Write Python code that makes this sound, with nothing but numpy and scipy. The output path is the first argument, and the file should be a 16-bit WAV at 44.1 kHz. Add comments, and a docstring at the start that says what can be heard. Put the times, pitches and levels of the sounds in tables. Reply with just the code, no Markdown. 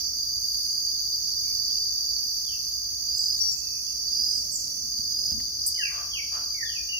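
"""Dusk over open pasture

Choirs of crickets trill without a break, a few chirp close by and katydids hiss above them, all by
stridulation: a scraper drawn over a file rings the wings. Birds give gliding whistles, thin chips and
two hoarse calls that scatter back from the trees. A far animal hoots, the air rumbles faintly, and a
hand rubs and bumps the phone through which all this is heard, turning it up to the sky."""
import sys
import numpy as np
from scipy import signal
from scipy.fft import rfft, irfft
from scipy.io import wavfile

SR = 44100
rng = np.random.default_rng(int(sys.argv[2]) if len(sys.argv) > 2 else 0)


def to_wav(s):
    """Save 16-bit WAV."""
    ch = np.atleast_2d(s).T  # columns
    pcm = np.round(np.clip(ch, -1, 1) * 32767)  # PCM
    wavfile.write(sys.argv[1], SR, pcm.astype(np.int16))


N = 308259
T = np.arange(N) / SR
TOP_HZ = 15550  # upper limit of the phone's passband


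# Wing resonance of the low choir. Each row: frequency in Hz, relative level in dB.
LOW_SPECTRUM = [(3950, -73), (4250, -19), (4400, -12), (4520, -2), (4650, -3.5), (4760, 0), (4860, -3.5),
                (4950, -2.5), (5060, -11.5), (5200, -33), (5400, -52)]
# Crickets that stand out of it. Each row: wing pitch in Hz, strokes per second, relative level in dB.
LOW_SOLOISTS = [(4773, 44.4, -3.5), (4719, 47, -7), (4645, 32.3, -9.5)]

def low_crickets(fade_db_per_s=0.63):
    """Superposition: many far crickets merge into a band of noise, and a few nearer ones ring through."""
    song = choir(LOW_SPECTRUM, stroke_hz=43.4, depth=0.1, flicker_db=0.47) * undb(-0.5)
    for hz, rate, db in LOW_SOLOISTS:
        solo = trill(hz, rate, sag_hz=110.7, scatter_db=2.5, echo_db=5, drift_hz=16, slip=0.7)
        song += solo * undb(db + 0.6 * walk(2.85))
    return song * undb(-32.5 - fade_db_per_s * T + surge_db()) * pan(-2 + 4 * turn())


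# Surges of the low choir. Each row: start in seconds, length in seconds, level change in dB.
SURGES = [(-.17, 0.2, -2), (.2, 1.4, 3), (1.15, 1.53, 3.5), (2.93, 0.68, 3.5), (3.97, 0.6, 3),
          (4.75, 0.91, 3.5), (5.5, 0.51, 2), (6.17, 0.85, 2.5)]

def surge_db():
    """Independent sources add in power, so the choir grows louder as neighbours join in."""
    return phrases(SURGES, edge=0.36)


# Wing resonance of the high choir. Each row: frequency in Hz, relative level in dB.
HIGH_SPECTRUM = [(5600, -25), (5800, -7), (5930, -6), (6020, -1.5), (6120, -3), (6290, .5), (6480, 0),
                 (6620, -5), (6720, -12), (6900, -20), (7000, -42), (7300, -80)]
# Crickets that stand out of it. Each row: wing pitch in Hz, strokes per second, relative level in dB.
HIGH_SOLOISTS = [(5890, 45, -22), (6080, 57.5, -14), (6270, 68, -12.5)]

def high_crickets(surge_share=0.21):
    """Wings of higher resonance make a choir on the right that weakly follows each surge."""
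    song = choir(HIGH_SPECTRUM, stroke_hz=62.3, depth=0.13, flicker_db=0.3)
    for hz, rate, db in HIGH_SOLOISTS:
        solo = trill(hz, rate, sag_hz=40.13, scatter_db=4, echo_db=3.5, drift_hz=10, slip=0.44)
        song += solo * undb(db + 2 * walk(3.68))
    return song * undb(-37 + surge_share * surge_db() - 2.5 * turn()) * pan(-7.5 + 5.5 * turn())


# Wing resonance of the middle choir. Each row: frequency in Hz, relative level in dB.
MIDDLE_SPECTRUM = [(5050, -25), (5200, -11), (5340, -4.5), (5470, -3), (5600, 0), (5780, -1), (5950, -10)]

def middle_crickets():
    """Incoherent wing tones sum to a steady band between the other two choirs."""
    return choir(MIDDLE_SPECTRUM, stroke_hz=38.6, depth=0.26, flicker_db=-1) * undb(-40.5) * pan(-2)


# Bouts of two neighbours singing together. Each row: start in seconds, length in seconds, level in dB.
BOUTS = [(-.2, 0.41, -38), (1.1, 1.63, -41), (3.515, 1.4, -40), (5.982, 0.53, -40.5), (6.553, 0.43, -41.5)]

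def cricket_pair(ramp_s=0.094, rest_db=-73):
    """The ratio of direct sound to echo sets clarity: the leader sharpens as the phone turns to it."""
    bouts = sum(undb(db) * swell((T - s) / length, ramp_s / length) for s, length, db in BOUTS)
    leader = trill(5603, 39.1, sag_hz=60, scatter_db=1.2, echo_db=2 - 18 * turn(), drift_hz=7, slip=0.3)
    partner = trill(5478, 38, sag_hz=49.33, scatter_db=2.5, echo_db=3, drift_hz=4.9, slip=0.394)
    return (leader + undb(-8.5) * partner) * (undb(rest_db) + bouts) * pan(-1.1)


def choir(spectrum, stroke_hz, depth, flicker_db, groups=3):
    """Source and filter: wing strokes modulate the rasp of file and scraper, which rings the wings."""
    rasp = 0
    for _ in range(groups):
        rate = stroke_hz * (1 + 0.087 * rng.standard_normal() + 0.0292 * walk(3))
        strokes = np.exp(depth * np.cos(2 * np.pi * (np.cumsum(rate) / SR + rng.random())))
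        rasp = rasp + strokes * undb(flicker_db * walk(9.8)) * noise()
    return unit(colour(rasp, spectrum))


def trill(wing_hz, stroke_hz, sag_hz, scatter_db, echo_db, drift_hz, slip):
    """A pulse train of sagging tones, blurred by grass; less phase slip per stroke gives purer pitch."""
    cycles = np.cumsum(stroke_hz * (1 + 0.0201 * walk(8))) / SR + rng.random()
    u, stroke = cycles % 1, cycles.astype(int)
    size, detune = np.sqrt(3) * rng.uniform(-1, 1, (1000, 2))[stroke].T
    hz = wing_hz + drift_hz * walk(4) + 14 * slip * detune + sag_hz * (0.5 - u)
    phase = 2 * np.pi * (np.cumsum(hz) / SR + slip * rng.random(1000)[stroke])
    tone = swell(u, 0.51) * undb(scatter_db * size) * np.sin(phase)
    return unit(unit(tone) + undb(echo_db) * unit(foliage(tone, t60=0.077)))


# Near chirps. Each row: first and last stroke in seconds, stroke count, level in dB, wing pitch in Hz.
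CHIRPS = [ (0.171, .297, 7, -23.5, 4810), (0.336, 0.489, 8, -26, 4800), (.68, 0.784, 6, -23, 4800),
          (0.807, 0.899, 5, -17.5, 4806), (1.054, 1.146, 5, -24, 4820), (1.695, 1.781, 5, -22.5, 4800),
          (3.026, 3.305, 14, -28, 4770), (3.085, 3.352, 13, -21.5, 4990), (4.013, 4.259, 12, -23.5, 4800),
          (4.086, 4.381, 14, -20, 4960), (4.919, 5.009, 5, -22.5, 4830), (5.055, 5.328, 13, -21.5, 4976),
          (5.552, 5.88, 16, -25.5, 4930), (6.264, 6.55, 14, -26, 4770)]

def near_crickets(stroke_s=0.019, sag_hz=110, warm_up_hz=140, warm_up_db=11, scatter_db=0.8):
    """Each stroke drives the wing resonance in an arched tone; strokes grow louder and higher."""
    out, u = np.zeros(N), progress(stroke_s)
    arch_hz = sag_hz * (0.5 - u - 2 * (2 * u - 1) ** 2)
    for first, last, strokes, db, wing_hz in CHIRPS:
        chance = rng.standard_normal((20, 2))
        for k, s in enumerate(np.linspace(first, last, round(strokes))):
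            size, detune = chance[k]
            slack = np.exp(-k / 2.2)  # dies away as the chirp gets going
            hz = wing_hz + 14 * detune + arch_hz - warm_up_hz * slack
            gain = undb(db - warm_up_db * slack + scatter_db * size)
            phase = 2 * np.pi * (np.cumsum(hz) / SR + rng.random())
            add(out, s - stroke_s / 2, gain * np.sin(np.pi * u) ** 2 * np.sin(phase))
    return out * pan(-5) + undb(-11) * foliage(out, t60=0.25)


def birds(treble_hz=5000):
    """Reverberation time falls with frequency: low notes linger among the trees longer than high ones."""
    notes = [*slurs(), *arches(), *near_whistle(), *chips()]
    low = sing([note for note in notes if note[1].max() < treble_hz], t60=0.52, waver=0.0094)
    high = sing([note for note in notes if note[1].max() >= treble_hz], t60=0.47, waver=0.0067)
    zipped = sing(zip_call(), t60=0.12, waver=0.011)
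    return low + high + zipped + undb(-10) * foliage(zipped.mean(axis=0), t60=0.42)


def sing(notes, t60, waver):
    """Multipath fading: near-pure whistles flutter and flicker on their way through the foliage."""
    direct, far = np.zeros((2, N)), np.zeros(N)
    for s, glide_hz, db, side_db, lag_ms, echo_db in notes:
        t = T[:len(glide_hz)]
        distance = min(undb(echo_db), 3)  # far, echoing notes arrive rougher
        flutter = distance * np.interp(t * 250, np.arange(100), rng.standard_normal(100))
        hz = glide_hz * (1 + waver * flutter)
        phase = 2 * np.pi * (np.cumsum(hz) / SR - np.outer([0, lag_ms], hz) / 1000)
        # every note carries a faint octave, relatively stronger in louder notes
        octave = undb(-19 + db / 2) * (hz < SR / 4) * np.sin(2 * phase)
        flicker = np.interp(t * 160, np.arange(100), rng.standard_normal(100))
        fading_db = 4.9 * np.sqrt(min(distance, 1)) * flicker
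        note = np.sqrt(2) * undb(db + fading_db) * swell(t / t[-1], 0.11) * (np.sin(phase) + octave)
        add(direct, s, note * pan(side_db))
        add(far, s, note[0] * undb(echo_db))
    return direct + undb(-1.5) * (foliage(far, t60) + trunks(far, t60 / 8))


# Contour of one long whistle. Each row: time in seconds, pitch in Hz, level in dB.
WHISTLE = [(3.392, 4800, -46), (3.402, 5160, -26), (3.408, 5580, -23.5), (3.435, 5755, -27),
           (3.465, 5640, -27), (3.5, 5580, -25.5), (3.533, 5330, -33), (3.56, 4830, -34)]

def near_whistle(side_db=9, lag_ms=0.06, echo_db=-15):
    """Direct sound dominates at close range: the nearest bird slides up to a loud arch and sinks away."""
    first, last = WHISTLE[0][0], WHISTLE[-1][0]
    hz, db = (curve[(T >= first) & (T < last)] for curve in curves(WHISTLE))
    yield first, hz, db, side_db, lag_ms, echo_db


# Gliding whistles, nearly all falling. 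Each row: start, lead-in and glide in seconds, first and last
# pitch in Hz, flattening from 0 to 1, level in dB, left minus right in dB, right-ear lag in ms,
# echo in dB, growth through the glide in dB.
SLURS = [ (2.44, 0.002, 0.11, 3700, 2580, 0.1, -55.5, -7, 0.24, 0.5, -1),
         (3.372, 0.002, 0.023, 3750, 4520, 0, -54, 0, 0.051, 9, 6),
         (3.555, 0, 0.039, 4500, 3740, 0.1, -59, 0, 0.073, 6.5, -11),
         (3.86, 0.0015, 0.04, 3410, 2500, 0.03, -66, -6, 0.062, 4.5, -4),
         (4.335, 0, .04, 8700, 7170, 0, -60, -10, 0, 13, -1),
         (4.508, 0.016, 0.046, 8300, 6930, 0.9, -33.5, -16, 0.063, 0, 4),
         (5.738, 0.062, 0.1, 3020, 2100, 0, -36, -0.5, 0.15, -4, 0),
         (5.776, 0.00015, 0.06, 2220, 1577, 0.57, -41.5, -10.5, 0.37, -5.5, 11),
         (5.885, 0.0023, 0.039, 2110, 1403, 0.25, -48, -8, 0.22, 0, -7),
         (6.105, 0.032, 0.075, 3220, 2060, 0.2, -37, -2, .14, -2.5, -2),
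         (6.538, 0, 0.125, 2380, 1640, 0, -44, -11, 0.22, -2, 11),
         (6.646, 0, 0.15, 3680, 2350, 0.25, -44.5, -6, 0.16, -2.5, 1)]

def slurs(lead_db=-11):
    """Frequency glide: a soft held lead-in, then a slide that flattens out as it swells or fades."""
    for s, lead, glide, first, last, bend, db, side_db, lag_ms, echo_db, growth_db in SLURS:
        t = T[:int((lead + glide) * SR)]
        u = np.clip((t - lead) / glide, 0, 1)
        hz = first + (last - first) * u * (1 + bend * (1 - u))
        effort_db = growth_db * (u - 0.5) + lead_db * np.clip((lead - t) / 0.0059, 0, 1)
        yield s, hz, db + effort_db, side_db, lag_ms, echo_db


# Arched whistles. Each row: start and length in seconds, top pitch in Hz, place of the top from 0 to 1,
# droop factor, level in dB, left minus right in dB, right-ear lag in ms, echo in dB.
ARCHES = [ (1.43, 0.06, 2380, 0.3, 0.2, -68.5, -12, 0.079, 12),
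          (1.675, 0.041, 3490, 0.3, 0.2, -71, 3, .14, 10),
          (1.742, 0.049, 2850, 0.3, 0.2, -72, -9, 0.089, 7), (3.15, 0.07, 7680, 0.3, 0.08, -49, 5, .027, 7),
          (3.369, 0.11, 1840, 0.12, 0.2, -73, -2, 0.15, 3),
          (3.51, 0.32, 2620, 0.42, 0.3, -66, -11, 0.063, -2),
          (4.293, 0.06, 8670, 0.5, 0.15, -57.5, -13, 0.034, 9),
          (6.886, 0.043, 2940, 0.47, 0.1, -34.5, 1.5, 0.18, -5),
          (6.926, 0.065, 2847, 0.32, 0.12, -29.5, 0, 0.23, -20)]

def arches(scoop=0.039, scoop_s=0.0093):
    """Parabolic modulation: pitch and level fall with the square of the time from the top."""
    for s, length, top_hz, top_at, droop, db, side_db, lag_ms, echo_db in ARCHES:
        u = progress(length)
        away = (u - top_at) ** 2
        flat_start = scoop * np.exp(-u * length / scoop_s)
        yield s, top_hz * (1 - droop * away - flat_start), db - 12 * away, side_db, lag_ms, echo_db


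# Thin chips on the right. Each row: start in seconds, ring time in seconds, level in dB.
CHIPS = [(3.476, 0, -46), (3.518, 0.021, -37), (3.574, 0.027, -38.5)]

def chips(flick_s=0.01, settle_s=0.0058, from_hz=6600, to_hz=7740, ring_hz=7000):
    """A fast upward sweep is heard as a chip; some settle on a short ring."""
    right_bird_db, left_bird_db, lag_ms, echo_db = -13, 10, 0.05, -10
    for s, ring, db in CHIPS:
        t = T[:int((flick_s + ring) * SR)]
        hz = np.interp(t, [0, flick_s, flick_s + settle_s], [from_hz, to_hz, ring_hz])
        yield s, hz, db, right_bird_db, lag_ms, echo_db
    hz = from_hz + (to_hz - from_hz) * progress(flick_s)
    yield 3.376, hz, -39, left_bird_db, lag_ms, echo_db  # a bird on the left flicks once


# Partials of one sharp upward zip. Each row: frequency ratio, relative level in dB.
ZIP_PARTIALS = [(1, 2.5), (1.45, -8), (2, -6)]

def zip_call(start_s=5.663, length_s=0.019, from_hz=6700, to_hz=14200, lag_ms=0.032, echo_db=-1):
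    """Interaural level varies with frequency: as three partials sweep up, the top favours the left ear."""
    u = progress(length_s)
    sweep = from_hz + (to_hz - from_hz) * u
    for ratio, db in ZIP_PARTIALS:
        heard = ratio * sweep < TOP_HZ
        hz = ratio * sweep[heard]
        side_db = np.interp(hz, [from_hz, to_hz], [-11, 14])
        yield start_s, hz, db - 25.5 - 12.5 * u[heard], side_db, lag_ms, echo_db


# Hoarse calls. Each row: start in seconds, length in seconds, level in dB.
CROAKS = [(5.878, 0.18, -45.5), (6.305, 0.093, -41.5)]
# Throat resonances. Each row: centre in Hz, bandwidth in Hz, gain in dB.
FORMANTS = [(740, 330, 2.5), (1154, 127, 14.5), (1760, 500, -18), (2440, 170, 2)]

def croaks(rattle_hz=95):
    """Formant filtering: a far bird's throat shapes rattling noise, heard mostly as echo."""
    effort = sum(undb(db) * swell((T - s) / length, 0.38) for s, length, db in CROAKS)
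    rasp = rng.standard_normal(N) * np.exp(0.25 * np.cos(2 * np.pi * rattle_hz * T))
    voice = sum(undb(db) * signal.lfilter(*signal.iirpeak(hz, hz / width, fs=SR), rasp)
                for hz, width, db in FORMANTS)
    band = signal.butter(2, [450, 3000], "band", fs=SR, output="sos")
    call = effort * unit(signal.sosfilt(band, voice))
    return undb(-5) * call * pan(-19) + undb(0.5) * foliage(call, t60=0.5)


# Wing resonance of the hissing katydids. Each row: frequency in Hz, relative level in dB.
HISS_SPECTRUM = [(7000, -22), (9000, -22), (10500, -20), (11300, -1.5), (12600, -13), (13400, 0.5),
                 (14000, 0), (14230, 6), (14550, 2.5), (15500, -4.5)]

def hissing_katydids(fade_db_per_s=0.5, surge_share=0.42):
    """Broadband stridulation makes a thin hiss on the left that surges with the crickets."""
    db = -45 - fade_db_per_s * T + surge_share * surge_db() - 2 * turn()
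    return choir(HISS_SPECTRUM, stroke_hz=52.8, depth=0.42, flicker_db=-0.3) * undb(db) * pan(10)


# Wing resonance of the lisping katydids. Each row: frequency in Hz, relative level in dB.
LISP_SPECTRUM = [(8500, -41), (9100, -2), (9490, 2.5), (9850, 4.5), (10200, -16.5), (10800, -6)]
# Their phrases. Each row: start in seconds, length in seconds, rise in dB.
LISP_PHRASES = [(.22, 0.92, 4.5), (1.2, 0.83, 3), (2.2, 0.71, 2.5), (3.02, 0.59, 4.5), (3.55, 0.41, 2.5),
                (3.97, 0.61, 4.5), (4.4, 1.16, 3), (5.55, 0.46, 4.5), (6.3, 0.69, 2.5)]

def lisping_katydids():
    """Slow amplitude modulation groups a narrow band of rasp into phrases."""
    db = -51.5 + phrases(LISP_PHRASES, edge=0.35) - 2.5 * turn()
    return choir(LISP_SPECTRUM, stroke_hz=44.8, depth=0.33, flicker_db=1.4) * undb(db) * pan(0.17)


# Wing resonance of the buzzing katydid. Each row: frequency in Hz, relative level in dB.
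BUZZ_SPECTRUM = [(11000, -27), (11950, -25), (12096, 6), (12230, -1), (12375, 5), (12550, -8), (13300, -10)]

def buzzing_katydid(first_peak_s=0.45, period_s=1, swing_db=3.5):
    """Periodic amplitude modulation: a rasp on the left keeps time in a rounded square wave."""
    beat = np.cos(2 * np.pi * (T - first_peak_s) / period_s)
    db = -53.5 + swing_db * np.tanh(2 * beat + 0.51) - 8 * turn()
    return choir(BUZZ_SPECTRUM, stroke_hz=68, depth=0.27, flicker_db=3.5) * undb(db) * pan(7.2)


# The hand bumps the phone. Each row: start in seconds, thud in dB, thud decay in seconds, tick in dB.
BUMPS = [(4.983, -39.5, 0.028, -46), (5.317, -33.5, 0.042, -39), (5.374, -34, 0.013, -58),
         (5.402, -62, 0.0089, -39)]
# Spectra of the thud and the tick. Each row: frequency in Hz, relative level in dB.
THUD_SPECTRUM = [(25, -15), (70, 17), (130, 1), (250, 5), (400, -25), (900, -22)]
TICK_SPECTRUM = [(300, -8), (900, -8), (2400, -2), (3500, -4), (9000, -1), (15000, -2)]

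def bumps():
    """Structure-borne sound: each impact sends a small tick and a dull thud through the phone's body."""
    thud, tick = np.zeros(N), np.zeros(N)
    for s, thud_db, decay, tick_db in BUMPS:
        add(thud, s, undb(thud_db) * np.exp(-T / decay) * (1 - np.exp(-T / 0.0032)))
        add(tick, s, undb(tick_db) * np.exp(-T / 0.0046))
    body = unit(colour(noise() + rng.standard_normal(N), THUD_SPECTRUM))
    return thud * body + tick * unit(colour(noise(), TICK_SPECTRUM))


def squeak(start_s=5.393, length_s=0.0115, top_hz=2130, drop_hz=600):
    """Stick-slip friction: a fingertip squeaks on the case, dropping in pitch as it lets go."""
    out, u = np.zeros(N), progress(length_s)
    hz = top_hz - drop_hz * u ** 4
    add(out, start_s, undb(-48) * u * swell(u, 0.23) * np.sin(2 * np.pi * np.cumsum(hz) / SR))
    return out


# Spectrum of fingers rubbing the case. Each row: frequency in Hz, relative level in dB.
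RUB_SPECTRUM = [(60, -20), (110, 0), (170, 2), (260, 2), (350, -7.5), (700, -27)]

def grip(start_s=3.84, length_s=1.91):
    """Sliding friction makes a soft low rumble as the hand tilts the phone."""
    pressure = swell((T - start_s) / length_s, 0.21)
    return unit(colour(noise() + rng.standard_normal(N), RUB_SPECTRUM)) * undb(-58.5) * pressure


# The phone swings up to the sky. Each row: time in seconds, share of the turn from 0 to 1.
TURN = [(0, 0.04), (4.9, 0.05), (5.3, 0), (5.55, 0.8), (6.1, 0.85), (6.99, 0.8)]

def turn():
    """Directivity: this share of the turn shifts the level and balance of the insects."""
    return curves(TURN)[0]


# A very distant animal. Each row: start and length in seconds, top pitch in Hz, level in dB.
HOOTS = [(4.26, 0.55, 585, -63.5), (5.17, 0.17, 605, -59.5)]

def hoots(droop=0.091):
    """Faint arched tones cross the pasture and arrive as scattered sound alone."""
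    out = np.zeros(N)
    for s, length, hz, db in HOOTS:
        u = np.clip((T - s) / length, 0, 1)
        pitch = hz * (1 - droop * (2 * u - 1) ** 2 + 0.034 * walk(40))
        out += undb(db) * swell(u, 0.12) * np.sin(2 * np.pi * np.cumsum(pitch) / SR)
    return foliage(out, t60=0.092)


# Spectrum of the open air. Each row: frequency in Hz, relative level in dB.
AIR_SPECTRUM = [(15, -46), (25, -27), (41, -8), (62, 2), (90, -10.5), (106, -5), (124, -9.5), (146, -18),
                (173, -14), (202, -20.5), (223, -14), (246, -16.5), (300, -16.5), (343, -23.5), (543, -24),
                (590, -26), (951, -30), (3600, -32), (4680, -44), (7920, -120)]

def air(crossover_hz=350):
    """Coherence falls with frequency: both ears share the distant rumble, but not the thin hush."""
    rumble = signal.lfilter(*signal.butter(1, crossover_hz, fs=SR), rng.standard_normal(N))
    # the two microphones turn the phase of the deepest bass differently
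    shifted = rumble - 2 * signal.lfilter(*signal.butter(1, 35, fs=SR), rumble)
    hush = signal.lfilter(*signal.butter(1, crossover_hz, "high", fs=SR), noise()) + 0.26 * noise()
    return unit(colour(np.array([shifted, rumble]) + hush, AIR_SPECTRUM)) * undb(-51.5 + 0.5 * walk(6))


def foliage(x, t60):
    """Diffuse scattering from leaves and slopes: each ear's echo decays by 60 dB in t60 seconds."""
    t = T[:SR]
    tail = rng.standard_normal((2, SR)) * undb(-60 * t / t60) * (1 - np.exp(-t / 0.0017))
    return signal.fftconvolve(x[None], unit(tail) / np.sqrt(SR), axes=1)[:, :N]


def trunks(x, spread_s, count=7):
    """Early reflections from nearby trunks and slopes reach each ear at different delays."""
    out = np.zeros((2, N))
    for ear in out:
        for late, sign in rng.uniform(0, 1, (count, 2)):
            add(ear, 0.006 + spread_s * late, np.sign(sign - 0.5) * np.exp(-late) * x)
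    return out / np.sqrt(count)


def undb(db):
    """Decibels to amplitude ratio."""
    return 10 ** (np.asarray(db) / 20)


def unit(x):
    """Normalise to rms 1."""
    return x / np.sqrt(np.mean(x ** 2) + 1e-20)


def curves(table):
    """Linear interpolation of each column against the first, time."""
    s, *columns = np.transpose(table)
    return [np.interp(T, s, column) for column in columns]


def pan(db):
    """Constant-power gains for a level difference, left minus right."""
    gains = undb(np.array([[1], [-1]]) * db / 2)
    return gains / np.sqrt(np.mean(gains ** 2, axis=0))


def colour(x, points):
    """Filter by a (Hz, dB) spectrum that falls away beyond its ends."""
    hz, db = np.transpose(points)
    octave, knots = np.log2(np.arange(N // 2 + 1) * SR / N + 1), np.log2(hz)
    beyond = np.abs(octave - np.clip(octave, knots[0], knots[-1]))
    return irfft(rfft(x) * undb(np.interp(octave, knots, db) - 260 * beyond), N)


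def noise():
    """Uncorrelated white noise for the two ears."""
    return rng.standard_normal((2, N))


def walk(rate):
    """Random drift with a spread near 1, through `rate` new values a second."""
    return 1.193 * np.interp(T * rate, np.arange(400), rng.standard_normal(400))


def add(track, s, sound):
    """Superpose a sound on a track at s seconds."""
    part = track[..., max(int(s * SR), 0):][..., :sound.shape[-1]]
    part += sound[..., :part.shape[-1]]


def swell(u, edge):
    """Tapered window over u = 0..1; each ramp takes the share `edge`."""
    return np.sin(np.pi / 2 * np.clip(np.minimum(u, 1 - u) / edge, 0, 1)) ** 2


def phrases(table, edge):
    """Level contour in dB, one swell for each row."""
    return sum(db * swell((T - s) / length, edge) for s, length, db in table)


def progress(length):
    """A ramp from 0 to 1 over a length in seconds."""
    return np.arange(int(length * SR)) / (length * SR)


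def scene():
    """Linear superposition of everything that sounds over the pasture."""
    crickets = low_crickets() + middle_crickets() + cricket_pair() + high_crickets() + near_crickets()
    katydids = lisping_katydids() + buzzing_katydid() + hissing_katydids()
    return crickets + katydids + birds() + croaks() + hoots() + bumps() + squeak() + grip() + air()


def record(dry):
    """Band limiting: the phone's steep low-pass filter cuts the highest treble."""
    return signal.sosfilt(signal.ellip(10, 0.2, 80, TOP_HZ, fs=SR, output="sos"), dry)


dry = scene()
out = record(dry)
to_wav(out)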